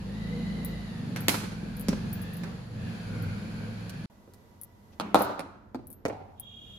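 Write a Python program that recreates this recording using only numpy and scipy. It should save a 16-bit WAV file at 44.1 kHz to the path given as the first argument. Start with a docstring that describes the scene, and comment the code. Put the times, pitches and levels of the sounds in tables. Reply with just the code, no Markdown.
"""Cricket practice on a walled rooftop. A small engine hunts in speed from the start; a soft hoot at 0.37 s.
From 0.65 s a small metal piece jingles close by. At 1.2 s the first ball pitches, cracks off the bat and
knocks about on the concrete; parapet and house fronts answer each knock. At 4.06 s the sound cuts off
abruptly; after a tiny gap, quieter far traffic begins, with a faint tone. A shoe scuffs at 4.9 s and the
second ball falls in the quiet. At 6.4 s a shrill whine starts up far off."""
import sys
import numpy as np
from scipy import signal
from scipy.fft import rfft, irfft, next_fast_len
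from scipy.io import wavfile
from scipy.ndimage import map_coordinates

SR = 44100
rng = np.random.default_rng(int(sys.argv[2]) if len(sys.argv) > 2 else 0)


def dump_mix(stems):
    """Bounce the given channels to the path in sys.argv[1] as a 16-bit WAV at rate SR."""
    frames = np.atleast_2d(stems).T  # one column per channel
    limited = np.clip(frames, -1, 1)  # hard clip at full scale
    pcm = np.round(limited * 32767).astype(np.int16)
    wavfile.write(sys.argv[1], SR, pcm)


N = 298998
TIME = np.arange(N) / SR


def amp(db):
    return 10 ** (np.asarray(db) / 20)


def unit(x):
    return x / np.sqrt(np.mean(x ** 2) + 1e-20)


def along(points, hz):
    """Interpolate (f/Hz, value) points on a log axis."""
    f, v = np.transpose(points)
    return np.interp(np.log(hz + 1), np.log(f + 1), v)


def curve(points):
    """Interpolate (t/s, value) points per sample."""
    return np.interp(TIME, *np.transpose(points))


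def wobble(knots_per_s):
    """Smooth random curve."""
    return map_coordinates(rng.standard_normal(int(N * knots_per_s / SR) + 4), [TIME * knots_per_s])


def filtered(x, response):
    """Apply a frequency response."""
    n = x.shape[-1]
    m = next_fast_len(n + SR // 4)
    return irfft(rfft(x, m) * response(np.fft.rfftfreq(m, 1 / SR)), m)[..., :n]


def bell(offset, width):
    """Resonance peak of height 1."""
    return 1 / (1 + (offset / width) ** 2)


def dulled(x, corner_hz):
    """One-pole low-pass, as off rough plaster."""
    pole = np.exp(-2 * np.pi * corner_hz / SR)
    return signal.lfilter([1 - pole], [1, -pole], x)


def pulse(gain):
    """Minimum-phase pulse with this spectrum."""
    cepstrum = irfft(np.log(np.maximum(gain, 1e-6)))
    half = len(cepstrum) // 2
    cepstrum[1:half] *= 2
    cepstrum[half + 1:] = 0
    return irfft(np.exp(rfft(cepstrum)))


def add(track, at_s, sound):
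    part = track[:, max(round(at_s * SR), 0):][:, :sound.shape[-1]]
    part += sound[..., :part.shape[-1]]


def line_noise(lines):
    """Stereo noise in narrow lines, rms 1."""
    shape = lambda f: sum(amp(db) / np.sqrt(width) * bell(f - hz, width) for hz, width, db in lines)
    return unit(filtered(rng.standard_normal((2, N)), shape))


# diffuse field: f/Hz, left-right coherence
COHERENCE = [(60, 0.77), (200, 0.94), (380, 0.67), (700, 0.097), (1400, 0.02), (15000, 0.025)]

def spread(pair, spectrum):
    """Colour two noises: bass alike on both sides, treble unrelated."""
    turn = lambda hz: np.arccos(np.clip(along(COHERENCE, hz), -1, 1)) / 2
    mid, side = filtered(pair, lambda hz: amp(along(spectrum, hz)) * [np.cos(turn(hz)), np.sin(turn(hz))])
    return np.array([mid + side, mid - side])


def air(spectrum):
    """Steady diffuse noise, rms 1."""
    return unit(spread(rng.standard_normal((2, N)), spectrum))


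# far tone: f/Hz, width/Hz, level/dB
TONE_LINES = [(958, 33.9, -4), (1980, 30, -9.5)]

def far_tone(level_db=-70.5, fade_from_s=4.9, fade_db_per_s=14.5):
    """A faint tone holds, then fades."""
    return amp(level_db - fade_db_per_s * np.maximum(TIME - fade_from_s, 0)) * line_noise(TONE_LINES)


# recorder's hiss dip: t/s, gain/dB
HISS_GAIN = [(4.1, 4), (4.9, 3.5), (5.6, -8), (6.2, -5), (6.7, 4)]

def hiss_dip(background, corner_hz=2400):
    """The background hiss dulls after the loud hit, then recovers."""
    hiss = filtered(background, lambda hz: 1 - 1 / (1 + (hz / corner_hz) ** 4))
    return background + (amp(curve(HISS_GAIN)) - 1) * hiss


# far traffic and hiss: f/Hz, density/dB
BACKGROUND_SPECTRUM = [(15, -62), (25, -16.5), (74, -11.5), (92, -3), (166, -17), (200, -7), (270, -16.5),
                       (659, -21), (1440, -30.5), (2000, -37), (2160, -38.5), (6560, -44.5), (8590, -50.5),
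                       (12900, -44), (16000, -59)]

def traffic(start_s=4.098, level_db=-56, bass_hz=140, bass_db_per_s=2):
    """Far town rumble with the tone in it; the bass grows."""
    rumble = hiss_dip(amp(level_db + wobble(4.9)) * air(BACKGROUND_SPECTRUM))
    bass = filtered(rumble, lambda hz: 1 / (1 + (hz / bass_hz) ** 4))
    rumble += (amp(bass_db_per_s * (TIME - start_s)) - 1) * bass
    gate = np.clip((TIME - start_s) / 0.0016, 0, 1)
    return gate * (rumble + far_tone()) * amp([[-0.8], [0.8]])


# whine: f/Hz, width/Hz, level/dB
WHINE_BANDS = [(2430, 53, -22.5), (2865, 31, -12), (3284, 43, 1.5), (3675, 50, -8.5), (6900, 300, -23)]

def whine(start_s=6.355, rise_s=0.13, level_db=-50.5):
    """A shrill far buzz swells and holds: one line with sidebands, blurred by echoes."""
    swell = np.clip((TIME - start_s) / rise_s, 0, 1) ** 1.3
    return swell * amp(level_db) * line_noise(WHINE_BANDS) * amp([[-1], [1]])


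def hoot(peak_s=0.366, half_length_s=0.05, pitch_hz=481, level_db=-39.5):
    """One brief soft hoot from the street."""
    swell = np.exp(-((TIME - peak_s) / half_length_s) ** 2)
    return amp(level_db) * swell * np.sin(2 * np.pi * pitch_hz * TIME + 0.83 * wobble(31.7))


# exhaust pipe response: f/Hz, gain/dB
PIPE_RESPONSE = [(24, -56), (42, -10.5), (55, -7), (68, -12), (88, -10.5), (106, 6), (135, -8), (167, 1),
                 (192, 0), (220, 0), (255, -16.5), (390, -27.5)]
# low, middle and high exhaust bands: t/s, level/dB
THRUM_LEVEL = [(0, -48), (0.2, -45.5), (0.78, -45), (1.13, -62), (1.45, -52), (1.95, -44.5), (2.3, -55),
               (2.95, -54), (3.12, -51), (3.5, -53), (4.0, -58)]
BOOM_LEVEL = [(0, -45.5), (0.8, -48), (1.3, -39.5), (1.55, -44.5), (1.68, -53), (1.95, -45), (2.08, -40),
              (2.2, -40), (2.4, -47), (2.65, -45), (2.87, -36), (2.98, -53.5), (3.08, -39), (3.29, -33),
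              (3.42, -47), (3.58, -42), (3.69, -39), (3.95, -46)]
DRONE_LEVEL = [(0, -40.5), (0.22, -35.5), (0.47, -32), (0.88, -40.5), (1.02, -36.5), (1.16, -35.5),
               (1.5, -39.5), (1.8, -37.5), (2.02, -47), (2.11, -35), (2.3, -41.5), (2.42, -35.5),
               (2.67, -51), (2.88, -38), (3.05, -42), (3.37, -37.5), (3.92, -43), (4.03, -38.5)]

def exhaust(firing_hz, waver_db=3.5, stray_rad=0.32, thrum_top_hz=75, boom_top_hz=140):
    """Street echoes blur the firings into thrum, boom and drone, each with its own swell."""
    firings = np.cumsum(firing_hz) / SR
    orders = np.arange(1, 18)
    waves = np.array([np.sin(2 * np.pi * (k * firings + rng.random())
                             + stray_rad * np.sqrt(k) * wobble(16)) for k in orders])
    hz = orders[:, None] * firing_hz
    pipe = amp(along(PIPE_RESPONSE, hz))
    thrum = unit(np.sum(pipe * waves / (1 + (hz / thrum_top_hz) ** 12), axis=0))
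    sound = amp(curve(THRUM_LEVEL) + 1.8 * wobble(11)) * thrum
    waver = amp(waver_db * np.array([wobble(8) for _ in orders]))
    upper = pipe * waver / (1 + (thrum_top_hz / hz) ** 12)
    boom_share = 1 / (1 + (hz / boom_top_hz) ** 12)
    for level, gains in (BOOM_LEVEL, upper * boom_share), (DRONE_LEVEL, upper * (1 - boom_share)):
        rms = np.sqrt(np.sum(gains ** 2, axis=0) / 2)
        sound += amp(curve(level)) * np.sum(gains * waves, axis=0) / rms
    # side echo off a wall across the street, 17 ms
    echo = amp(-15) * filtered(sound, lambda f: np.exp(-2j * np.pi * f * 0.017))
    return np.array([sound - echo, sound + echo])


# gear lines: multiple of firing rate, level/dB, width/Hz, rise with firing rate/(dB/Hz)
GEAR_LINES = [(73.7, -5.5, 75, 2), (72.06, 1.5, 150, -0.5), (107, -8, 130, 0.8), (113, -3, 240, -1.2),
              (144.8, -7.5, 260, 1.5)]

def gear_whine(firing_hz, over_cruise_hz):
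    """Meshing gears: noisy lines in step with the firings; one channel."""
    firings = np.cumsum(firing_hz) / SR
    out = np.zeros(N)
    for order, db, width_hz, db_per_hz in GEAR_LINES:
        flutter = wobble(2 * width_hz) + 1j * wobble(2 * width_hz)
        mesh = np.real(flutter * np.exp(2j * np.pi * order * firings))
        out += amp(db + db_per_hz * over_cruise_hz) * mesh
    return out


# engine speed: t/s, firing rate/Hz
FIRING_RATE = [(0.0, 23.6), (0.18, 26.5), (0.36, 27.3), (0.55, 27.7), (0.85, 26.9), (1.08, 24.1),
               (1.36, 20.8), (1.75, 21.5), (2.1, 22.8), (2.41, 24.6), (2.66, 22.8), (2.86, 23.2),
               (3.17, 20.5), (3.34, 20.7), (3.7, 21.5), (4.05, 22.4)]
# engine effort: t/s, level/dB
EFFORT_LEVEL = [(0, -52.5), (0.4, -49.5), (0.85, -50.5), (1.1, -50.5), (1.75, -51.5), (2.1, -49.5),
                (2.5, -51.5), (2.7, -55), (2.9, -49), (3.25, -49), (4.05, -51.5)]
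# rumble and rushing air: f/Hz, density/dB
RUMBLE_SPECTRUM = [(24, -43), (45, -22.5), (100, -8), (200, -9), (270, -10), (390, -18.5), (480, -10),
                   (800, -32.5), (1500, -84.5)]
RUSH_SPECTRUM = [(200, -18.5), (500, -9), (700, -2), (1100, -7), (1700, -7.5), (2200, -11), (3600, -14.5),
                 (4400, -10), (5600, -21), (7200, -21), (8300, -32), (9900, -21), (13000, -32),
                 (16000, -43)]

def engine(heard_until_s=4.06, cruise_hz=22.6, gears_db=-9, rumble_db=4):
    """Exhaust, plus rumble, rushing air and gears that grow louder under load."""
    speed_hz, effort_db = curve(FIRING_RATE), curve(EFFORT_LEVEL)
    load_db = effort_db - effort_db.mean()
    firing_hz = speed_hz * (1 + 0.009 * wobble(14))
    gears = np.array([gear_whine(firing_hz, speed_hz - cruise_hz) for _ in range(2)])
    gears *= amp(gears_db + 0.99 * load_db + 1.8 * wobble(8.3))
    rumble = amp(effort_db.mean() + 0.76 * load_db + rumble_db + 2 * wobble(12)) * air(RUMBLE_SPECTRUM)
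    gate = np.clip((heard_until_s - TIME) / 0.0015, 0, 1)
    return gate * (exhaust(firing_hz) + rumble + amp(effort_db) * (air(RUSH_SPECTRUM) + gears))


def scuff(peak_s=4.935, half_length_s=0.014, level_db=-66):
    """A shoe slides on the concrete as the batter steps in."""
    stroke = np.exp(-((TIME - peak_s) / half_length_s) ** 2)
    return amp(level_db) * stroke * air([(500, -27), (2500, 5), (6000, 3), (9000, -19), (16000, -27)])


# swings of the metal piece: t/s, relative level/dB, ring gain/dB, share of free ring time
METAL_SWINGS = [(0.648, -25.5, 4, 0.53), (1.162, -34, -9, .3), (1.2058, -31, 0, 0.56),
                (1.7686, -38, 1.5, .6), (1.7967, -33, 7.5, 0.27), (1.8103, -28.5, -2, .3),
                (2.13, -29, 5, 0.7), (2.2172, -36.5, 3, 1), (2.3342, -39.5, 4, 0.89), (2.369, -40.5, 4, 1),
                (3.2228, -41, 4, .5), (4.614, -29, 0, 0.45), (4.634, -27, -11, .2), (5.192, -30, 1, .5),
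                (5.221, -21, 1.5, 0.42), (5.245, -33, 0.5, 0.98), (5.8704, -36, 0, 0.42),
                (5.903, -34.5, 1, .3), (5.915, -37, -1, 0.41), (5.928, -34, -3.5, 0.55),
                (6.398, -26, 1, 0.29)]
# its modes: f/Hz, level/dB, nominal t60/s
METAL_MODES = [(11140, 1, 0.03), (12400, -9, 0.24), (13000, 0, .022), (14800, -12, 0.11)]
# its contact tick: f/Hz, level/dB
TICK_SPECTRUM = [(1000, -52.5), (3500, -21), (7000, -21), (10500, 6), (14000, 1.5), (16000, -8)]

def jingle(gain_db=-11, tick_db=2, tick_s=0.0031, rebound_db=-6):
    """A small metal piece touches, rings and rebounds twice; each touch damps it differently."""
    out, t = np.zeros((2, N)), np.arange(SR // 4) / SR
    hz, mode_db, t60_s = np.transpose(METAL_MODES)[:, :, None]
    for at_s, db, ring_db, share in METAL_SWINGS:
        for touch in range(3):
            strength = amp(mode_db + rng.normal(0, 1.9, (2, len(hz), 1)))
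            phase = rng.uniform(0, 2 * np.pi, strength.shape)
            life_s = t60_s * share * rng.uniform(0.88, 2.1, t60_s.shape)
            ring = np.sum(strength * amp(-60 * t / life_s) * np.sin(2 * np.pi * hz * t + phase), axis=1)
            noise = filtered(rng.standard_normal((2, len(t))), lambda f: amp(along(TICK_SPECTRUM, f)))
            tick = unit(noise) * np.exp(-t / tick_s)
            clink = amp(db + gain_db + touch * rebound_db) * (amp(ring_db) * ring + amp(tick_db) * tick)
            add(out, at_s + touch * rng.uniform(0.005, 0.0068), clink)
    return out * amp([[3], [-3]])


def scatter(t60_s, rise_s):
    """Diffuse stereo reflections, energy 1; t60_s is a number or a function of frequency."""
    hz, t, frames = signal.stft(rng.standard_normal((2, SR)), SR, nperseg=128)
    life_s = t60_s(hz)[:, None] if callable(t60_s) else t60_s
    tail = signal.istft(frames * amp(-60 * t / life_s), SR, nperseg=128)[1][:, :SR]
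    tail *= 1 - np.exp(-TIME[:SR] / rise_s)
    return tail / np.linalg.norm(tail[0])


def clutter(db):
    """Short, dense reflections."""
    return amp(db) * spread(scatter(0.048, rise_s=0.0014), [(100, -4), (600, 4.5), (2000, 3), (15000, 1.5)])


# yard decay: f/Hz, t60/s
YARD_T60 = [(100, 0.59), (400, 0.63), (1000, 0.68), (2800, 0.69), (7000, 0.58), (15000, 0.3)]
# yard colour: f/Hz, gain/dB
YARD_COLOUR = [(60, 2.5), (200, 3), (450, -3), (900, -3), (1400, -3.5), (2200, -2), (4000, -1), (8000, 3),
               (15000, 7)]
# house fronts across the street: delay/s, level/dB
HOUSE_ECHOES = [(.145, -13.5), (.228, -20.5)]

def rooftop(near_s, far_s, far_db, yard_db, wall_hz=4500, parapet_hz=8000, far_hz=2600):
    """Impulse responses: early (direct, side wall, parapet) and late (yard, far wall, houses)."""
    direct = np.zeros((2, SR))
    direct[:, 0] = 1
    early = direct + clutter(-5.5)
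    add(early, 0.0038, amp(-10) * dulled(direct, wall_hz))
    add(early, near_s, amp(-4) * (dulled(direct, parapet_hz) + clutter(-4.5)))
    late = amp(yard_db - 1) * spread(scatter(lambda hz: along(YARD_T60, hz), rise_s=0.0024), YARD_COLOUR)
    # the parapet's slap rings through the yard too: hollow tail
    add(late, near_s, amp(-4) * dulled(late, wall_hz))
    late /= np.hypot(1, amp(-4))
    # ledges and recesses blur the far wall's echo, which crosses the yard twice
    echo = amp(far_db) * dulled(early + clutter(-4), far_hz) / np.hypot(1, amp(-4))
    add(late, far_s, echo)
    add(late, 2 * far_s, amp(-12.5) * dulled(echo, wall_hz))
    for delay_s, db in HOUSE_ECHOES:
        add(late, delay_s, amp(db + yard_db) * dulled(scatter(0.14, rise_s=0.013), far_hz))
    return early, late


def swing_up(push, hz, damping=1.3):
    """All-pass: the struck body takes a cycle to swing up, so its pitch lags the crack."""
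    pole = lambda f: hz * hz - f * f + 1j * damping * hz * f
    return filtered(push, lambda f: np.conj(pole(f)) / pole(f))


# ball contacts, plus a wall slap 30 ms after the last knock:
# t/s, level/dB, body low/Hz, body top/Hz, thump/Hz, thump/dB, crack/dB, slope/(dB/oct), crack peak/Hz,
# parapet delay/s, far wall delay/s, far wall/dB, yard/dB, ring/Hz, ring/dB (gains relative)
KNOCKS_AND_SLAP = [(1.162, -3, 203, 519.6, 298, -10, -1, -3, 1800, 0.0093, 0.065, -16, 4.5, 600, -30),
                   (1.2833, 19, 130, 380, 231, -5, -7, -1.5, 12700, 0.0099, 0.06, -8.5, -0.5, 260, -11),
                   (1.8850, 17, 80, 497, 196, 15, -16.5, -2.5, 5600, 0.005, 0.045, -5.5, -1, 210, -22),
                   (2.4360, -6, 171, 617, 201.3, 11, -1.5, -4.5, 1800, 0.0052, 0.062, -22, 5.5, 210, -2),
                   (3.896, -20, 300.6, 590.7, 400, -9, 2.5, 0, 5000, 0.0055, 0.044, -14, -15, 670, -29),
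                   (4.277, -6.5, 150, 450, 218, 2, -20.5, -9.5, 1200, 0.015, 0.061, -11, -6.5, 220, -26),
                   (4.337, -30, 297, 604, 400, -11.5, -2.5, 1, 14000, 0.0068, .045, -19, -9.5, 690, -31.5),
                   (4.9990, 8, 150, 1090, 221, 8, -3.5, -5.5, 3000, 0.0099, 0.058, -25, 3, 240, -3),
                   (5.1452, 27.5, 335, 1025, 594, 0.5, -21, -2.5, 3800, 0.0102, .062, -10, -0.5, 1300, -11.5),
                   (5.3940, 7.5, 160, 887, 286, 3.5, -10, -4.5, 10060, 0.011, 0.067, -17, -2.5, 930, -13),
                   (5.7463, 4, 79.8, 850, 291, 15.5, -17.5, -4, 4500, 0.0081, 0.045, -14, -4.5, 130, 1.5),
                   (6.0530, 17, 171, 620, 500, 2, -16, -4, 2100, 0.0072, 0.046, -10, -5, 772, -6),
                   (6.0826, 6.5, 150, 604, 484, 8, -20.5, -2.5, 6000, 0.0045, 0.044, -7, -12.5, 500, -17)]
# crack before its slope: f/Hz, level/dB
CRACK_SPECTRUM = [(100, -24), (400, -0.5), (900, 0), (1400, -1.5), (2100, -2), (3300, -2.5), (4600, -1),
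                  (6500, -3), (8300, -4.5), (10500, -2), (13500, -8), (16000, -12)]
# hollow resonances: f/Hz, width/Hz, lift/dB
KNOCK_MODES = [(323, 27, 2.5), (654, 22, 1.5), (880, 31, 4), (1351, 210, 5.5), (2400, 270, 3.5),
               (4200, 180, 3.5)]
# left over right: f/Hz, level/dB
KNOCK_BALANCE = [(1000, -1), (4000, -4), (8000, -1), (12000, 2.5)]

def ball_knocks(grit_s=0.00074, grit_hz=1800, grit_db=1, snap_db=-3, echo_crack_db=2.5, left_lead_s=7e-5):
    """Each knock is a push and a thump: the softer, the lower; hard surfaces add a gritty crack."""
    out, t = np.zeros((2, N)), np.arange(SR // 100) / SR
    hz = np.fft.rfftfreq(4096, 1 / SR) + 1
    hollow = amp(-3 + sum(lift_db * bell(hz - mode_hz, width) for mode_hz, width, lift_db in KNOCK_MODES))
    for (at_s, db, low_hz, top_hz, thump_hz, thump_db, crack_db, slope_db, peak_hz,
         near_s, far_s, far_db, yard_db, ring_hz, ring_db) in KNOCKS_AND_SLAP:
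        passband = 1 / np.sqrt((1 + (low_hz / hz) ** 2.5) * (1 + (hz / top_hz) ** 9.4))
        thump = amp(thump_db) * bell(hz / thump_hz - 1, 0.26) / (1 + (thump_hz / 2 / hz) ** 2)
        body = np.hypot(passband, thump)
        crack = amp(crack_db + along(CRACK_SPECTRUM, hz) + slope_db * np.log2(np.maximum(hz / 1000, 1)))
        crack *= amp(6 * bell(hz / peak_hz - 1, 0.2))
        # the crack's treble frays over about 1 ms
        burst = rng.standard_normal((2, len(t))) * np.exp(-t / grit_s)
        burst /= np.linalg.norm(burst, axis=1, keepdims=True)
        grit = signal.fftconvolve(pulse(hollow * crack / (1 + (grit_hz / hz) ** 2))[None], burst, axes=1)
        push = swing_up(pulse(hollow * np.hypot(body, amp(snap_db) * crack)), thump_hz)
        push = push + amp(grit_db) * grit[:, :len(push)]
        early, late = rooftop(near_s, far_s, far_db, yard_db)
        add(out, at_s, amp(db) * signal.fftconvolve(push, early, axes=1))
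        # echoes gather all directions: even colour, duller after a dull crack
        late = dulled(late, 15000 * 2 ** (0.62 * slope_db))
        radiated = swing_up(pulse(hollow * np.hypot(body, amp(echo_crack_db) * crack)), thump_hz)
        add(out, at_s, amp(db) * signal.fftconvolve(radiated[None], late, axes=1))
        # one band rings on between the walls
        ring = filtered(scatter(0.83, rise_s=0.037), lambda f: bell(f / ring_hz - 1, 0.17))
        add(out, at_s, amp(db + ring_db + 3) * ring)
    side = np.array([[1], [-1]])
    lead = lambda f: np.exp(1j * np.pi * f * left_lead_s * side)
    return filtered(out, lambda f: lead(f) * amp(along(KNOCK_BALANCE, f) * side / 2))


def scene():
    """Ball, shoe, metal and the town around them."""
    return ball_knocks() + scuff() + jingle() + engine() + hoot() + traffic() + whine()


def record(dry):
    """Hard limit at full scale, then a steep low-pass at 15.8 kHz."""
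    return filtered(np.clip(dry, -1, 1), lambda hz: 1 / np.sqrt(1 + (hz / 15800) ** 120))


dry = scene()
out = record(dry)
dump_mix(out)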